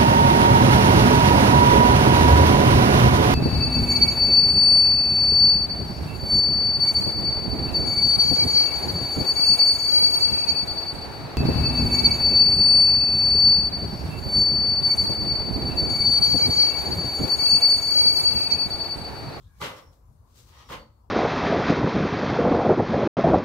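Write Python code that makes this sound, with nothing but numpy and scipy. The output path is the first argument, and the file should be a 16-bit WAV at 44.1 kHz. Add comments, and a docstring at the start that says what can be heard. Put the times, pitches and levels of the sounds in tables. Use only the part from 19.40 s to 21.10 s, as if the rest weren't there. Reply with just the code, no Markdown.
"""Two branches are cut in a hedge across a walled back garden. At 0.2 s the first fractures in a quick
run of cracks, scattered by foliage and reflected by the house walls; the wood rings, then drags on twigs.
Near 1 s leaves rustle and the blade grinds into the wood, both by friction made of many tiny slips.
At 1.3 s the second branch cracks and rings. Throughout, small birds chirp faintly over a low,
distant rumble and a soft wash of outdoor air."""
import sys
import numpy as np
from scipy import signal
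from scipy.fft import rfft, irfft
from scipy.io import wavfile
from scipy.ndimage import uniform_filter1d

SR = 44100
rng = np.random.default_rng(int(sys.argv[2]) if len(sys.argv) > 2 else 0)


def generate_wav(sig):
    """Save sig (samples, or channels by samples) to the path in sys.argv[1] as 16-bit PCM at SR."""
    pcm = np.round(np.clip(np.atleast_2d(sig).T, -1, 1) * 32767).astype(np.int16)
    wavfile.write(sys.argv[1], SR, pcm)


N = 74970
TIME = np.arange(N) / SR
HZ = np.fft.rfftfreq(2 * N, 1 / SR)

# Fractures of the wood: start_s, level_db, treble_corner_hz, bass_db, echo_time_ratio
# (a negative ratio puts the wall echo past the end of the scene)
FRACTURES = [(0.2023, -23.5, 1095, 15.5, .6), (0.2139, 1, 14900, 3, 1.38), (.2215, -4, 6900, -34, -0.5),
             (.237, -0.5, 7950, -5, 1.1), (1.2994, -7, 1270, 7, 0.42), (1.32, -3, 4440, -2, 0.84),
             (1.33, -15.5, 5700, 8, 0.68)]
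# Spectrum of a crack: frequency_hz, density_db
CRACK_SPECTRUM = [(35, -29), (60, -7.5), (129, -3), (242, -10), (312, -8), (351, -14), (533, -3),
                  (688, -10.5), (1020, -2.5), (1670, -9), (2650, -9.5), (2910, -5), (3420, -10.5),
                  (4120, -12), (9740, -25.5), (12900, -22.5), (15500, -32)]
# Hollow modes of each branch: pitch_hz, level_db, t60_s
FIRST_BRANCH_MODES = [(123.6, 3.5, 0.32), (320, -5.5, 0.5), (421.6, 4.5, 0.42), (521, 4, 0.52),
                      (582, -8, 0.58), (851, 11, 0.21), (941, 1, 0.3), (953, 5, 0.3), (990, 5.5, 0.32),
                      (1155, 8, 0.31), (1188, 11.5, 0.21), (1380, -1, 0.39), (1927, -4, 0.21),
                      (2043, 5.5, 0.41)]
SECOND_BRANCH_MODES = [(222, -9, 0.63), (311.3, -8, 0.53), (514, 3, 0.35), (575, -6, 0.48), (739, 0, 0.24),
                       (1053, 11.5, 0.22), (1300, -9, 0.33), (1550, -11, 0.34), (2078, 1, 0.28),
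                       (2230, -7, 0.21), (2456, -24, 0.17), (3260, 7, 0.095)]
# Dry knocks as the wood gives way: start_s, level_db
WOOD_KNOCKS = [(0.2159, -32.5), (1.2997, -39), (1.321, -40.5)]
# Damped modes of a knock: pitch_hz, level_db, t60_s
WOOD_KNOCK_MODES = [(156, -2, 0.0656), (378.4, -5.5, 0.056), (646, -9.5, 0.047), (942, -2.5, 0.036),
                    (1215, 2.5, .05), (1440, -5, 0.043)]
# Wood grinding on the blade or dragging on twigs: peak_s, rise_s, fall_s, level_db
SCRAPE_STROKES = [(.398, 0.031, 0.0096, -51), (1.155, 0.051, 0.013, -63.5), (1.22, 0.055, 0.045, -52),
                  (1.295, 0.0048, 0.066, -48)]
# Spectrum of scraping: frequency_hz, density_db
SCRAPE_SPECTRUM = [(300, -8), (480, -1), (680, -11.5), (850, -2), (1180, 2), (1550, -12.5), (1950, -5.5),
                   (2300, -11.5), (3200, -8), (5600, -15.5), (7500, -26), (15000, -34)]
# Leaves brushing: peak_s, rise_s, fall_s, level_db
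LEAF_STROKES = [(.03, 0.069, 0.1, -70.5), (.2, 0.023, .02, -65.5), (.213, 0.0056, 0.0046, -46),
                (.366, 0.0021, 0.029, -53.5), (.535, 0.012, 0.035, -68), (.92, 0.038, 0.048, -69.5),
                (.99, 0.025, 0.047, -54.5), (1.085, 0.011, 0.042, -60.5), (1.2, 0.046, 0.071, -64),
                (1.325, 0.025, .015, -49.5)]
# Spectrum of rustling: frequency_hz, density_db
LEAF_SPECTRUM = [(500, 12.5), (750, -5), (1000, -0.5), (2000, -6.5), (4000, 0), (7600, -3), (10000, -10),
                 (15500, -7)]
# Reverberation time of the garden: frequency_hz, t60_s
GARDEN_T60 = [(60, 0.24), (150, 0.37), (500, 0.46), (1100, 0.37), (2500, 0.28), (5000, 0.27), (9000, 0.29),
              (15000, 0.32)]
# Left-right likeness of the garden's sound: frequency_hz, coherence_ratio
GARDEN_COHERENCE = [(60, 0.95), (290, 0.98), (640, 0.43), (1400, 0.13), (3100, 0), (7000, 0)]
# Stereo balance of the branches: frequency_hz, left_minus_right_db
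BRANCH_PAN = [(60, -2.5), (120, -3.5), (400, 0), (1300, -1), (2400, 1), (4400, 1.5), (8000, 2.5),
              (15000, 6)]
# Bird chirps: start_s, length_s, start_hz, end_hz, level_db, pitch_waver_ratio
BIRD_CHIRPS = [(0, 0.067, 3530, 3660, -75, 0.075), (0.055, 0.14, 1603, 1725, -77.5, 0.051),
               (.08, 0.17, 2350, 2180, -83, 0.039), (0.317, .07, 5570, 5510, -66, 0.021),
               (0.411, 0.089, 5376, 5460, -72, 0.024), (1.14, 0.071, 5620, 5850, -70, 0.022),
               (1.246, 0.0396, 5700, 5160, -66.5, 0.018), (1.363, 0.068, 4518, 4380, -63, 0.014),
               (1.416, 0.2, 4484, 4390, -86, 0.026)]
# Spectrum of the rumble: frequency_hz, density_db
RUMBLE_SPECTRUM = [(15, -50), (25, -29), (36, -11), (52, 0), (100, -2.5), (130, -8.5), (165, -14),
                   (300, -21.5)]
# Swells of the rumble: time_s, gain_db
RUMBLE_SWELLS = [(0, 0.5), (.06, 7), (.11, -1.5), (.22, 6.5), (.42, -3), (.5, 3.5), (.57, -5), (.64, 2.5),
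                 (.82, 2), (.89, -6.5), (1.04, 1.5), (1.22, -1.5), (1.36, 7.5), (1.58, -5), (1.7, 2)]
# Spectrum of the outdoor wash: frequency_hz, density_db
AIR_SPECTRUM = [(130, -39), (220, -1), (282, -10.5), (375, -12.5), (441, -14.5), (700, -18.5), (947, -16.5),
                (1020, -15), (1480, -24.5), (1860, -34.5), (3240, -41), (3940, -38), (6480, -35.5),
                (9420, -38.5), (15500, -38)]
# Drift of its treble hiss: time_s, gain_db
HISS_DRIFT = [(0, -3.5), (.2, 7), (.65, 1), (.85, 1.5), (1.45, -3.5), (1.62, -0.5), (1.7, -3.5)]
# Left-right likeness of the background: frequency_hz, coherence_ratio
BACKGROUND_COHERENCE = [(60, 0.92), (130, 0.94), (290, 0.8), (640, 0), (3000, 0)]
# Stereo balance of the background: frequency_hz, left_minus_right_db
BACKGROUND_PAN = [(60, 2.6), (200, 2.8), (400, 6.1), (1300, 8.3), (2400, 3), (4400, 2.4), (15000, 10.3)]


def crack(level_db, corner_hz, bass_db, echo_ratio, splinter_s=0.002, scatter_s=0.018, low_cut_hz=82):
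    """Brittle fracture: an impulse and splinters arrive directly, off leaves and off walls."""
    direct = unit(grains(per_s=1900) * np.exp(-TIME / splinter_s)) / np.sqrt(N)
    direct[0] += amp(2)  # the first break
    foliage = unit(rng.standard_normal((2, N)) * np.exp(-TIME / scatter_s)) / np.sqrt(N)
    walls = reverberation([(hz, t60 * echo_ratio) for hz, t60 in GARDEN_T60])
    paths = cohere(walls + amp(-8) * foliage, GARDEN_COHERENCE) + amp(-25.5) * direct
    bass_shelf = amp(bass_db / (1 + (HZ / 250) ** 2))
    band = HZ ** 4 / (HZ ** 4 + low_cut_hz ** 4) / np.hypot(1, HZ / corner_hz)
    colour = unit(amp(curve(CRACK_SPECTRUM))) * bass_shelf * band
    return amp(-1.5) * causal_filter(paths, amp(level_db) * colour)


def ring(modes, rise_s=0.041):
    """Free vibration: a branch's modes build and decay, the high ones less in phase between the ears."""
    out = np.zeros((2, N))
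    for hz, db, t60 in modes:
        phase_gap = rng.choice([-1, 1]) * np.arccos(curve(GARDEN_COHERENCE, hz))
        out += amp(db - 40.5) * damped_mode(hz, t60, rise_s, np.array([[.5], [-.5]]) * phase_gap)
    return out


def branches():
    """Release of strain: each branch gives way in a run of cracks and is left ringing."""
    out = np.zeros((2, N))
    for start_s, *fracture in FRACTURES:
        add(out, start_s, crack(*fracture))
    add(out, 0.2, ring(FIRST_BRANCH_MODES))
    add(out, 1.301, ring(SECOND_BRANCH_MODES))
    return causal_filter(out, pan(curve(BRANCH_PAN)))


def knocks():
    """Impulse excitation: wood yielding to the blade sounds briefly in heavily damped modes."""
    out = np.zeros((2, N))
    for start_s, db in WOOD_KNOCKS:
        for hz, mode_db, t60 in WOOD_KNOCK_MODES:
            add(out, start_s, amp(db + mode_db) * damped_mode(hz, t60, rise_s=0.0007))
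    return out


def friction(strokes, spectrum, low_cut_hz, slips_per_s, pan_db, echo_db=-6):
    """Stick-slip friction: swells of tiny slips, heard directly and reflected from the walls."""
    envelope = np.zeros(N)
    for peak_s, rise_s, fall_s, db in strokes:
        t = TIME - peak_s
        envelope += amp(db) * np.exp(-np.where(t < 0, (t / rise_s) ** 2 / 2, t / fall_s))
    slips = np.array([grains(slips_per_s), grains(slips_per_s)]) * envelope
    reflected = amp(echo_db) * convolve(slips, reverberation(GARDEN_T60))
    heard = (slips + reflected) / np.hypot(1, amp(echo_db))
    colour = unit(amp(curve(spectrum)) * highpass(low_cut_hz))
    return causal_filter(cohere(heard, GARDEN_COHERENCE), colour) * pan(pan_db)


def birds(t60_s=0.22):
    """Frequency modulation: thin gliding, wavering chirps, distant enough to be mostly echo."""
    chirps = np.zeros((1, N))
    for start_s, length_s, start_hz, end_hz, db, waver in BIRD_CHIRPS:
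        progress = np.minimum(TIME / length_s, 1)
        wander = unit(uniform_filter1d(rng.standard_normal(N), size=70))
        pitch_hz = (start_hz + (end_hz - start_hz) * progress) * (1 + waver * wander)
        envelope = amp(db) * np.sqrt(abs(np.sin(np.pi * progress)))
        add(chirps, start_s, envelope * np.sin(2 * np.pi * np.cumsum(pitch_hz) / SR))
    return chirps + 2 * convolve(chirps, reverberation([(1000, t60_s)]))


def rumble(cutoff_hz=203):
    """Amplitude modulation: distant low-passed noise swells unevenly."""
    noise = cohere(rng.standard_normal((2, N)), BACKGROUND_COHERENCE)
    colour = amp(curve(RUMBLE_SPECTRUM)) / (1 + (HZ / cutoff_hz) ** 6) * pan(curve(BACKGROUND_PAN))
    swell_db = np.interp(TIME, *np.transpose(RUMBLE_SWELLS))
    return amp(swell_db - 55) * unit(apply_spectrum(noise, colour))


def air(hiss_hz=1740, low_cut_hz=203):
    """Spectral modulation: a soft broadband wash flickers in patches while its treble hiss drifts."""
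    frames = dict(nperseg=1024, noverlap=768)
    hz, t, bands = signal.stft(rng.standard_normal((2, N)), SR, **frames)
    patches = uniform_filter1d(rng.standard_normal(bands.shape[1:]), size=12, axis=0)
    flicker_db = -2.5 * unit(uniform_filter1d(patches, size=16, axis=1))
    hiss_db = highpass(hiss_hz, hz)[:, None] * np.interp(t, *np.transpose(HISS_DRIFT))
    noise = signal.istft(bands * amp(flicker_db + hiss_db), **frames)[1][:, :N]
    colour = amp(curve(AIR_SPECTRUM)) * highpass(low_cut_hz) * pan(curve(BACKGROUND_PAN))
    return amp(-66) * unit(apply_spectrum(cohere(noise, BACKGROUND_COHERENCE), colour))


def reverberation(t60_curve, rise_s=0.0084):
    """Diffuse reflection: a response of unit energy, each band decaying at its own rate."""
    hz, t, bands = signal.stft(rng.choice([-1., 1.], (2, N)), SR, nperseg=256)
    fade_db = -60 * t / curve(t60_curve, hz)[:, None]
    tail = signal.istft(bands * amp(fade_db), SR, nperseg=256)[1][:, :N]
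    return unit(tail * (1 - np.exp(-TIME / rise_s))) / np.sqrt(N)


def damped_mode(hz, t60_s, rise_s, phase_rad=0):
    """Damped oscillation: a sine of random phase builds up and falls 60 dB in t60_s."""
    envelope = (1 - np.exp(-TIME / rise_s)) * amp(-60 * TIME / t60_s)
    return envelope * np.sin(2 * np.pi * (hz * TIME + rng.random()) + phase_rad)


def grains(per_s):
    """Shot noise: independent tiny clicks of uneven size."""
    size_db = np.minimum(rng.exponential(1, N), 4)
    return unit(amp(size_db) * rng.choice([-1, 1], N) * (rng.random(N) < per_s / SR))


def cohere(pair, coherence):
    """Partial coherence: sum and difference make two unrelated channels alike, band by band."""
    a, b = rfft(pair, 2 * N)
    angle = np.arccos(curve(coherence)) / 2
    common, opposed = a * np.cos(angle), b * np.sin(angle)
    return irfft(np.array([common + opposed, common - opposed]))[:, :N]


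def causal_filter(x, gain):
    """Minimum phase: the Hilbert transform of log gain gives a filter that cannot ring early."""
    log_gain = np.log(np.maximum(gain, 1e-5))
    mirrored = np.concatenate([log_gain, log_gain[..., -2:0:-1]], -1)
    return apply_spectrum(x, np.exp(np.conj(signal.hilbert(mirrored))[..., :N + 1]))


def apply_spectrum(x, gain):
    """Linear filtering: each frequency in HZ is multiplied by its gain."""
    return irfft(rfft(x, 2 * N) * gain)[..., :N]


def convolve(x, response):
    """Convolution: every sample sets off a copy of the impulse response."""
    return apply_spectrum(x, rfft(response, 2 * N))


def highpass(corner_hz, hz=HZ):
    """Second-order roll-off: gain falls 12 dB an octave below the corner."""
    return hz ** 2 / (hz ** 2 + corner_hz ** 2)


def curve(points, hz=HZ):
    """Interpolation on a log-frequency axis."""
    frequency_hz, value = np.transpose(points)
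    return np.interp(np.log(hz + 1), np.log(frequency_hz + 1), value)


def pan(db):
    """Interaural level difference as left and right gains."""
    return amp(np.array([[.5], [-.5]]) * db)


def amp(db):
    """Decibels as an amplitude ratio."""
    return 10 ** (np.asarray(db) / 20)


def unit(x):
    """Normalisation to rms 1."""
    return x / np.sqrt(np.mean(x ** 2) + 1e-20)


def add(mix, start_s, sound):
    """Delayed superposition of a sound on the mix."""
    part = mix[:, round(start_s * SR):]
    part += sound[..., :part.shape[1]]


def scene():
    """Superposition: the pressures of all the garden's sources add."""
    leaves = friction(LEAF_STROKES, LEAF_SPECTRUM, low_cut_hz=655, slips_per_s=3000, pan_db=4.5)
    blade = friction(SCRAPE_STROKES, SCRAPE_SPECTRUM, low_cut_hz=450, slips_per_s=1800, pan_db=2)
    return branches() + knocks() + leaves + blade + birds() + rumble() + air()


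def record(dry, cutoff_hz=15720):
    """Band limiting: a steep linear-phase low-pass removes the highest treble."""
    lowpass = signal.firwin(801, cutoff_hz, window=("kaiser", 9), fs=SR)
    return signal.oaconvolve(dry, lowpass[None], "same")


dry = scene()
out = record(dry)
generate_wav(out)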